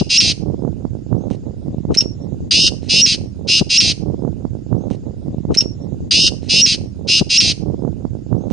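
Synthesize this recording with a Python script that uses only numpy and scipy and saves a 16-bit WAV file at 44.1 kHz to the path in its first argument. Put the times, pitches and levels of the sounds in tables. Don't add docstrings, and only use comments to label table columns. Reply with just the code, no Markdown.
import sys
import numpy as np
from scipy import signal
from scipy.fft import rfft, irfft, next_fast_len
from scipy.io import wavfile
from scipy.ndimage import uniform_filter1d

SR = 44100
rng = np.random.default_rng(int(sys.argv[2]) if len(sys.argv) > 2 else 0)


def ratio(d):
    e = np.asarray(d, float) / 20
    return 10 ** e


def put_to_file(sound):
    columns = np.atleast_2d(sound).T
    safe = np.clip(columns, -1, 1)
    whole_steps = np.round(safe * 32767)
    wavfile.write(sys.argv[1], SR, whole_steps.astype(np.int16))


N = 375732


def rms_one(x):
    return x / np.sqrt(np.mean(x ** 2) + 1e-20)


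def ramp(x):
    return np.clip(x, 0, 1)


def noise(*shape):
    return rng.standard_normal(shape)


def butter(order, hz, kind, x):
    return signal.sosfilt(signal.butter(order, hz, kind, fs=SR, output="sos"), x)


def colour(x, points):
    size = next_fast_len(N)
    hz, db = np.transpose(points)
    f = np.arange(size // 2 + 1) * SR / size
    gain = ratio(np.interp(np.log(f + 1), np.log(hz), db))
    return irfft(rfft(x, size) * gain, size)[..., :N]


def drift(rate):
    r = np.exp(-2 * np.pi * rate / SR)
    return rms_one(signal.lfilter([1], [1, -2 * r, r * r], noise(N + 20000))[20000:])


def in_time(tables):
    t = np.arange(N) / SR
    s, *columns = np.transpose(np.concatenate(tables))
    gate = sum((t >= rows[0][0]) & (t < rows[-1][0]) for rows in tables)
    return [np.interp(t, s, c) for c in columns] + [uniform_filter1d(gate * 1., size=44)]


# [f/Hz, level/dB]
HISS_COLOUR = [(400, 3), (2500, -4.5), (5000, -2.5), (7200, -4), (7650, -13), (8300, -5.5), (9400, -5),
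               (10000, -47)]
HISS_DB = -58.5


def hiss():
    edges = np.geomspace(350, 11000, 12)
    out = 0
    mid, side = colour(noise(2, N), HISS_COLOUR)
    pair = mid + ratio(-3.0) * side * [[1], [-1]]
    for low, high in zip(edges, edges[1:]):
        out = out + butter(2, [low, high], "band", pair) * ratio(1.2 * drift(15))
    return ratio(HISS_DB) * rms_one(out)


# [f/Hz, level/dB per Hz]
DEEP_COLOUR = [(12, -29.5), (25, -2.5), (45, 5), (110, 5.5), (200, 1), (400, -38), (1200, -99)]
DEEP_DB = -34.5


def deep_rumble():
    side_db = np.array([[-1.2], [1.2]])
    return ratio(DEEP_DB + side_db) * rms_one(colour(noise(2, N), DEEP_COLOUR))


# [t/s, width/s, level/dB]
LEFT_GUSTS = [
    (1.43, 0.017, -29.5),
    (1.731, 0.044, -21),
    (1.91, 0.021, -11),
    (2.2, 0.095, -35.5),
    (2.45, .08, -25),
    (2.6, .07, -24),
    (3.23, .025, -26),
    (3.619, .012, -12),
    (3.881, 0.016, -37),
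    (4.14, .06, -28),
]
# [t/s, width/s, level/dB]
RIGHT_GUSTS = [(1.322, .04, -24.5), (1.479, .05, -27), (1.67, .05, -24.5), (1.91, .04, -21),
               (2.05, .05, -24), (2.3, .1, -26.5), (2.579, .05, -26), (2.73, .04, -24.5), (2.96, .1, -24.5),
               (3.2, .06, -27), (3.47, .06, -27), (3.62, 0.0092, -24.5), (3.869, .04, -23.5),
               (4.092, .05, -17.5), (4.252, .06, -19), (4.441, .04, -24.5), (4.752, .04, -15),
               (4.852, .05, -23)]
# [t/s, peak level/dB, left minus right level/dB]
SHARP_POPS = [(1.308, -13, -26.5), (1.507, -26, -23), (1.627, -27, -29), (1.743, -20.5, 8),
              (1.781, -20, -16), (1.85, -15, -23), (1.903, -17, -10.5), (1.963, -18.5, -27.5),
              (2.022, -22, -22), (2.244, -24, -25.5), (2.589, -21, -12.0), (2.642, -21, -30),
              (2.694, -31.5, -17.5), (2.829, -20.5, -31.5), (3.41, -24.5, -29), (3.611, -12, 11),
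              (3.827, -32.5, -47.5), (3.859, -26, -23.5), (3.898, -18, -36.5), (4.063, -21, -33),
              (4.222, -19.5, -21.5), (4.248, -14.5, -30.5), (4.275, -12, -22.5), (4.383, -31, -27.5),
              (4.45, -12, -36.5), (4.55, -19.5, -23.5), (4.663, -26.5, -37.5), (4.712, -25, -25),
              (4.726, -9, -30), (4.91, -17, -21)]
# [f/Hz, level/dB per Hz]
WIND_COLOUR = [(12, -26.5), (20, -11), (54, 8.5), (140, 2.5), (194, 1), (229, -0.5), (307, -3), (563, -12),
               (605, -14.5), (768, -20), (1600, -47.5), (2080, -80), (3520, -120)]
BREEZE_DB = -26
BRIGHT_DB, BRIGHT_FOLLOWS = -13, 0.94
POP_DB = 4.5
SMALL_POPS_PER_S, SMALL_POP_DB, SMALL_POP_SPREAD_DB = 22, -27, 3.5


def gusts():
    t = np.arange(N) / SR
    ports = [sum(ratio(db) * np.exp(-((t - s) / width) ** 2) for s, width, db in port)
             for port in (LEFT_GUSTS, RIGHT_GUSTS)]
    return np.array(ports) + ratio([[-80], [BREEZE_DB]])


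def wind_pops(strength):
    hit = rng.random((2, N)) < SMALL_POPS_PER_S * strength / SR
    pops = hit * ratio(SMALL_POP_DB + SMALL_POP_SPREAD_DB * noise(2, N)) * strength
    s, db, pan_db = np.transpose(SHARP_POPS)
    side_db = np.minimum([pan_db, -pan_db], 0)
    pops[:, (s * SR).astype(int) + 60] = ratio(db + POP_DB + side_db)
    pops *= rng.choice([-1, 1], N)
    unit = np.abs(colour(signal.unit_impulse(N, 999), WIND_COLOUR)).max()
    return ratio(11.0) * butter(2, [150, 850], "band", colour(pops, WIND_COLOUR)) / unit


def wind():
    gust = gusts()
    bright = ratio(BRIGHT_DB) * (gust / ratio(-20.5)) ** BRIGHT_FOLLOWS
    lumps = noise(2, N) * ratio(4.9 * np.minimum([drift(30), drift(68)], 2))
    eddies = noise(2, N) * ratio(7.5 * np.minimum([drift(110), drift(72)], 1.8))
    low = butter(2, [80, 330], "band", colour(lumps, WIND_COLOUR))
    high = butter(2, 330, "high", colour(eddies, WIND_COLOUR))
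    push = gust * (rms_one(low) + bright * rms_one(high)) + wind_pops(gust / ratio(-26))
    stopped = .7 * np.tanh(push / .7)
    return butter(4, 1550, "low", stopped)


PARTIALS_DB = [0, -3.5, -7]


def syrinx(hz):
    phase = 2 * np.pi * np.cumsum(hz) / SR
    return sum(ratio(db) * np.sin((k + 1) * phase) for k, db in enumerate(PARTIALS_DB)) * np.sqrt(2)


# [f/Hz, level/dB]
THROAT_COLOUR = [(1000, -34), (2100, -17), (2500, -5.5), (2850, 5.5), (3150, -2.5), (4200, 2), (4500, -4),
                 (5000, 0), (6300, 3), (7000, -10.5), (7650, -22.5), (8500, -5.5), (9300, -7.5),
                 (10000, -28)]


def whistle(tables):
    hz, level_db, gate = in_time(tables)
    return colour(syrinx(hz + 25 * drift(100)), THROAT_COLOUR) * ratio(level_db) * gate


WHISTLE_EDGE_DB = 7


def arches(rows, db):
    u = np.linspace(-1, 1, num=21)
    level_db = db - WHISTLE_EDGE_DB * u ** 8
    return [np.transpose([s + length * (u + 1) / 2,
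                          top_hz - np.where(u < 0, climb_hz, fall_hz) * u ** 2,
                          level_db])
            for s, length, top_hz, climb_hz, fall_hz in rows]


# [t/s, length/s, top f/Hz, climb f/Hz, fall f/Hz]
FAR_NOTES = [
    (4.185, .035, 5060, 30, -40),
    (4.775, .06, 6450, 1050, 0),
    (4.835, .045, 6450, 0, 0),
]
FAR_BIRD_DB = -55.5


def far_bird():
    return whistle(arches(FAR_NOTES, FAR_BIRD_DB)) * ratio(4 * drift(60) + np.array([[-14], [-9]]))


# [f/Hz, level/dB]
BUSH_COLOUR = [(2000, 2), (3500, -9.5), (5500, -3), (7000, -2), (9500, 1)]
NEAR_T60_S, NEAR_DB = .035, -1
FIELD_T60_S, FIELD_DB, FIELD_DEPTH_S = 0.43, -16.5, .15
BANK_ECHO_S, BANK_ECHO_DB = .24, -46


def field(x):
    t = np.arange(round(.8 * SR)) / SR
    near = ratio(NEAR_DB - 60 * t / NEAR_T60_S) * (t > .001)
    bushes = ratio(FIELD_DB - 60 * t / FIELD_T60_S) / (1 + (t / FIELD_DEPTH_S) ** 12)
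    echo = ratio(BANK_ECHO_DB) * np.exp(-((t - BANK_ECHO_S) / .025) ** 2)
    grain = noise(2, len(t)) / np.sqrt(SR / 50)
    early = signal.fftconvolve(x[None], grain * near, axes=1)[:, :N]
    late = signal.fftconvolve(x[None], grain * (bushes + echo), axes=1)[:, :N]
    return early + colour(late, BUSH_COLOUR)


# [t/s, length/s, level/dB, fades by level/dB]
PUFF_TIMES = [
    (1.299, 0.057, -47.5, 4),
    (1.913, .03, -54.5, -3.5),
    (1.937, 0.018, -17, 11),
    (1.958, .088, -34.5, 13.5),
    (2.821, 0.086, -50.5, -4.5),
    (3.019, 0.06, -28.5, 22),
    (3.781, 0.01, -36.5, -12),
]
# [f/Hz, level/dB per Hz]
PUFF_COLOUR = [(880, -49), (1500, -14.5), (2890, -3), (3560, -11), (4170, -1.5), (4510, -13.5), (6310, -6),
               (7570, -20.5), (9310, -5), (12100, -47), (20500, -120)]


def puffs():
    courses = [[(s, db), (s + length, db - fade_db)] for s, length, db, fade_db in PUFF_TIMES]
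    level_db, gate = in_time(courses)
    return rms_one(colour(noise(N) * ratio(3 * drift(200)), PUFF_COLOUR)) * ratio(level_db) * gate


# [t/s, peak level/dB]
CHIRP_THROBS = [
    (1.974, -8),
    (1.978, -12),
    (1.983, -8),
    (1.9875, -1.5),
    (1.9925, -7),
    (1.998, -13),
    (2.003, -13),
    (2.008, -7),
    (2.014, -20),
    (2.019, -21),
]
CHIRP_S, CHIRP_LENGTH_S, CHIRP_CLIMB_S = 1.972, .052, .02
CHIRP_HZ, CHIRP_CLIMB_HZ, CHIRP_SAG_HZ_PER_S = 5590, 450, 8000
THROB_RISE_DB_PER_MS, THROB_FALL_DB_PER_MS = 2.5, 4.5


def chirp():
    t = np.linspace(0, CHIRP_LENGTH_S, num=200)
    climb_hz = CHIRP_CLIMB_HZ * ramp(1 - t / CHIRP_CLIMB_S) ** 2
    sag_hz = CHIRP_SAG_HZ_PER_S * np.clip(t - CHIRP_CLIMB_S, 0, CHIRP_CLIMB_S)
    s, db = np.transpose(CHIRP_THROBS)[:, :, None]
    late_ms = (CHIRP_S + t - s) * 1e3
    level_db = db - np.maximum(-THROB_RISE_DB_PER_MS * late_ms, THROB_FALL_DB_PER_MS * late_ms)
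    return np.transpose([CHIRP_S + t, CHIRP_HZ - climb_hz - sag_hz, level_db.max(axis=0)])


# [t/s, length/s, top f/Hz, climb f/Hz, fall f/Hz]
CLEAN_NOTES = [
    (2.509, .012, 4860, 30, 0),
    (3.014, .045, 5740, 360, 640),
    (3.775, .031, 5670, 650, 750),
]
WHISTLE_DB = -10


def clean_whistles():
    return whistle([chirp()] + arches(CLEAN_NOTES, WHISTLE_DB))


RASP_DB, AFTER_BREAK_DB, EDGE_DB = -14.5, -2, -23.5
JOIN_S = .012
FULL_EFFORT = .64
SAG, FLIPS_PER_SAG_HZ = .6, .06
SWING_HZ, NARROWS_PER_HZ = 1290, .5
SCOOP_HZ = 240
ROUGH, EDGE_ROUGH, SETTLE_S = .29, .4, .035
WHEEZE_DB, EDGE_WHEEZE_DB = -43, 23
ATTACK_S, SWELL_S, SWELL_DB = .013, .06, 7
RELEASE_S, FADE_S, FADE_DB = .018, 0.023, 3.5


def rasp_course(s, length, flips, top_hz, climb_hz):
    t = np.linspace(0, length, num=60)
    left, u = length - t, t / length
    climbs = climb_hz > 0
    from_whistle = climb_hz == 0 or any(abs(s - w[0] - w[1]) < JOIN_S or abs(s - w[0]) < JOIN_S
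                                        for w in CLEAN_NOTES)
    into_whistle = any(abs(s + length - w[0]) < JOIN_S for w in CLEAN_NOTES)

    start_db = 0 * t if from_whistle else EDGE_DB * ramp(1 - t / ATTACK_S)
    fade_db = FADE_DB * ramp(1 - (left - RELEASE_S) / FADE_S) * (climb_hz < 400)
    end_db = 0 * t if into_whistle else EDGE_DB * ramp(1 - left / RELEASE_S) - fade_db
    swell_db = SWELL_DB * ramp(1 - t / SWELL_S) ** 2 * (.5 if from_whistle else 1) * climbs
    level_db = RASP_DB + AFTER_BREAK_DB * (climb_hz <= 0) - swell_db + start_db + end_db

    full = 1 if into_whistle else FULL_EFFORT
    sag_hz = SAG * abs(climb_hz) * ramp((u - full) / (1 - FULL_EFFORT))
    scoop_hz = SCOOP_HZ * ramp(1 - t / SETTLE_S) ** 2 * climbs
    line_hz = top_hz - climb_hz * ramp(1 - u / full) ** 1.1 - sag_hz - scoop_hz
    swing_hz = SWING_HZ - NARROWS_PER_HZ * max(climb_hz, 0) * u
    unsettled = np.maximum(ramp(1 - t / SETTLE_S), ramp(1.3 - left / SETTLE_S) * (not into_whistle))
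    return np.transpose([s + t, level_db, WHEEZE_DB + EDGE_WHEEZE_DB * unsettled,
                         flips - FLIPS_PER_SAG_HZ * sag_hz, line_hz, swing_hz,
                         ROUGH + EDGE_ROUGH * unsettled])


# [t/s, length/s, flips per s, strongest line at full effort f/Hz, climb to it f/Hz]
RASP_NOTES = [
    (2.008, .018, 240, 5150, 0),
    (2.509, .189, 262, 5220, 500),
    (2.885, .132, 254, 5070, 230),
    (3.058, .106, 270, 4870, -30),
    (3.472, .142, 241, 5020, 260),
    (3.69, .086, 233, 4900, 150),
    (3.803, .131, 264, 4720, -130),
]


def rasp():
    courses = [rasp_course(*row) for row in RASP_NOTES]
    level_db, wheeze_db, flips, line_hz, swing_hz, rough, gate = in_time(courses)
    turn = 2 * np.pi * np.cumsum(flips * (1 + .05 * rough * drift(50))) / SR
    swing = np.sin(turn + 0.34 * np.cos(turn))
    swing = 1.411 * np.tanh(1.157 * swing)
    centre_hz = line_hz - 4 * flips
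    shake_hz = rough * (150 * drift(25) + 200 * drift(400))
    strength_db = 0.59 * swing + 5.3 * rough * np.minimum(drift(390), 1.5)
    tone = syrinx(centre_hz + swing_hz * (swing - swing.mean()) + shake_hz) * ratio(strength_db)
    air = noise(N) * ratio(-14) * rough
    wheeze = butter(3, [1250, 2100], "band", noise(N))
    voice = rms_one(colour(tone + air, THROAT_COLOUR))
    thin = signal.sosfiltfilt(signal.butter(6, 2700, "high", fs=SR, output="sos"), voice)
    tight = ramp((centre_hz - swing_hz - 2750) / 200)
    voice = voice + tight * (thin - voice)
    return (voice * ratio(4) + rms_one(wheeze) * ratio(wheeze_db)) * ratio(level_db) * gate


MASK_DB, QUIET_DB = -38, -108


def thin_out(x):
    pair = np.array([x[0] + x[1], x[0] - x[1]]) / 2
    spectrum = signal.stft(pair, nperseg=1024)[2]
    starts = np.unique(np.geomspace(10, 240, 36).astype(int))
    width = np.diff(np.r_[starts, 513])
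    power = np.add.reduceat(np.abs(spectrum) ** 2, starts, axis=1)
    level = np.sqrt(power / width[:, None])
    limit = np.maximum(level[0, 10:].max(axis=0) * ratio(MASK_DB), ratio(QUIET_DB))
    limit = limit * ratio(4 * uniform_filter1d(noise(*level.shape), size=2))
    kept = np.clip((level / limit) ** 8, .03, 1)
    spectrum[:, starts[0]:] *= np.repeat(kept, width, axis=1)
    mid, side = signal.istft(spectrum, nperseg=1024)[1][:, :N]
    return np.array([mid + side, mid - side])


SPLICE_JUMP = [.004, .09]
LOOP_START, LOOP_LENGTH = 57462, 158760


def splice(stretch):
    loop = stretch[:, LOOP_START:LOOP_START + LOOP_LENGTH]
    k = np.arange(LOOP_LENGTH)
    loop = loop * np.minimum(np.minimum(k, k[::-1]) / 130, 1)
    loop = loop + np.outer(SPLICE_JUMP, np.exp(-k / 130))
    return loop[:, (np.arange(N) - LOOP_START) % LOOP_LENGTH]


# [f/Hz, left minus right level/dB]
HEAD_LEAN = [(2000, 5), (3000, 3), (5000, -2.5), (9000, -2.5)]


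def scene():
    bird = rasp() + clean_whistles() + puffs()
    near = np.array([colour(bird, np.multiply(HEAD_LEAN, [1, half])) for half in (.5, -.5)])
    duck = 1 / (1 + 8 * np.sqrt(uniform_filter1d(bird ** 2, size=2000) + 1e-12))
    stretch = (deep_rumble() + hiss()) * duck + wind() + far_bird() + field(bird) + near
    top_cut = signal.cheby2(10, 50, 10000, fs=SR, output="sos")
    return splice(signal.sosfilt(top_cut, thin_out(stretch)))


def band_limit(x):
    return signal.sosfilt(signal.butter(12, 9460, fs=SR, output="sos"), x)


def record(dry):
    mix = np.clip(dry, -.99, .99)
    return band_limit(mix)


dry = scene()
out = record(dry)
put_to_file(out)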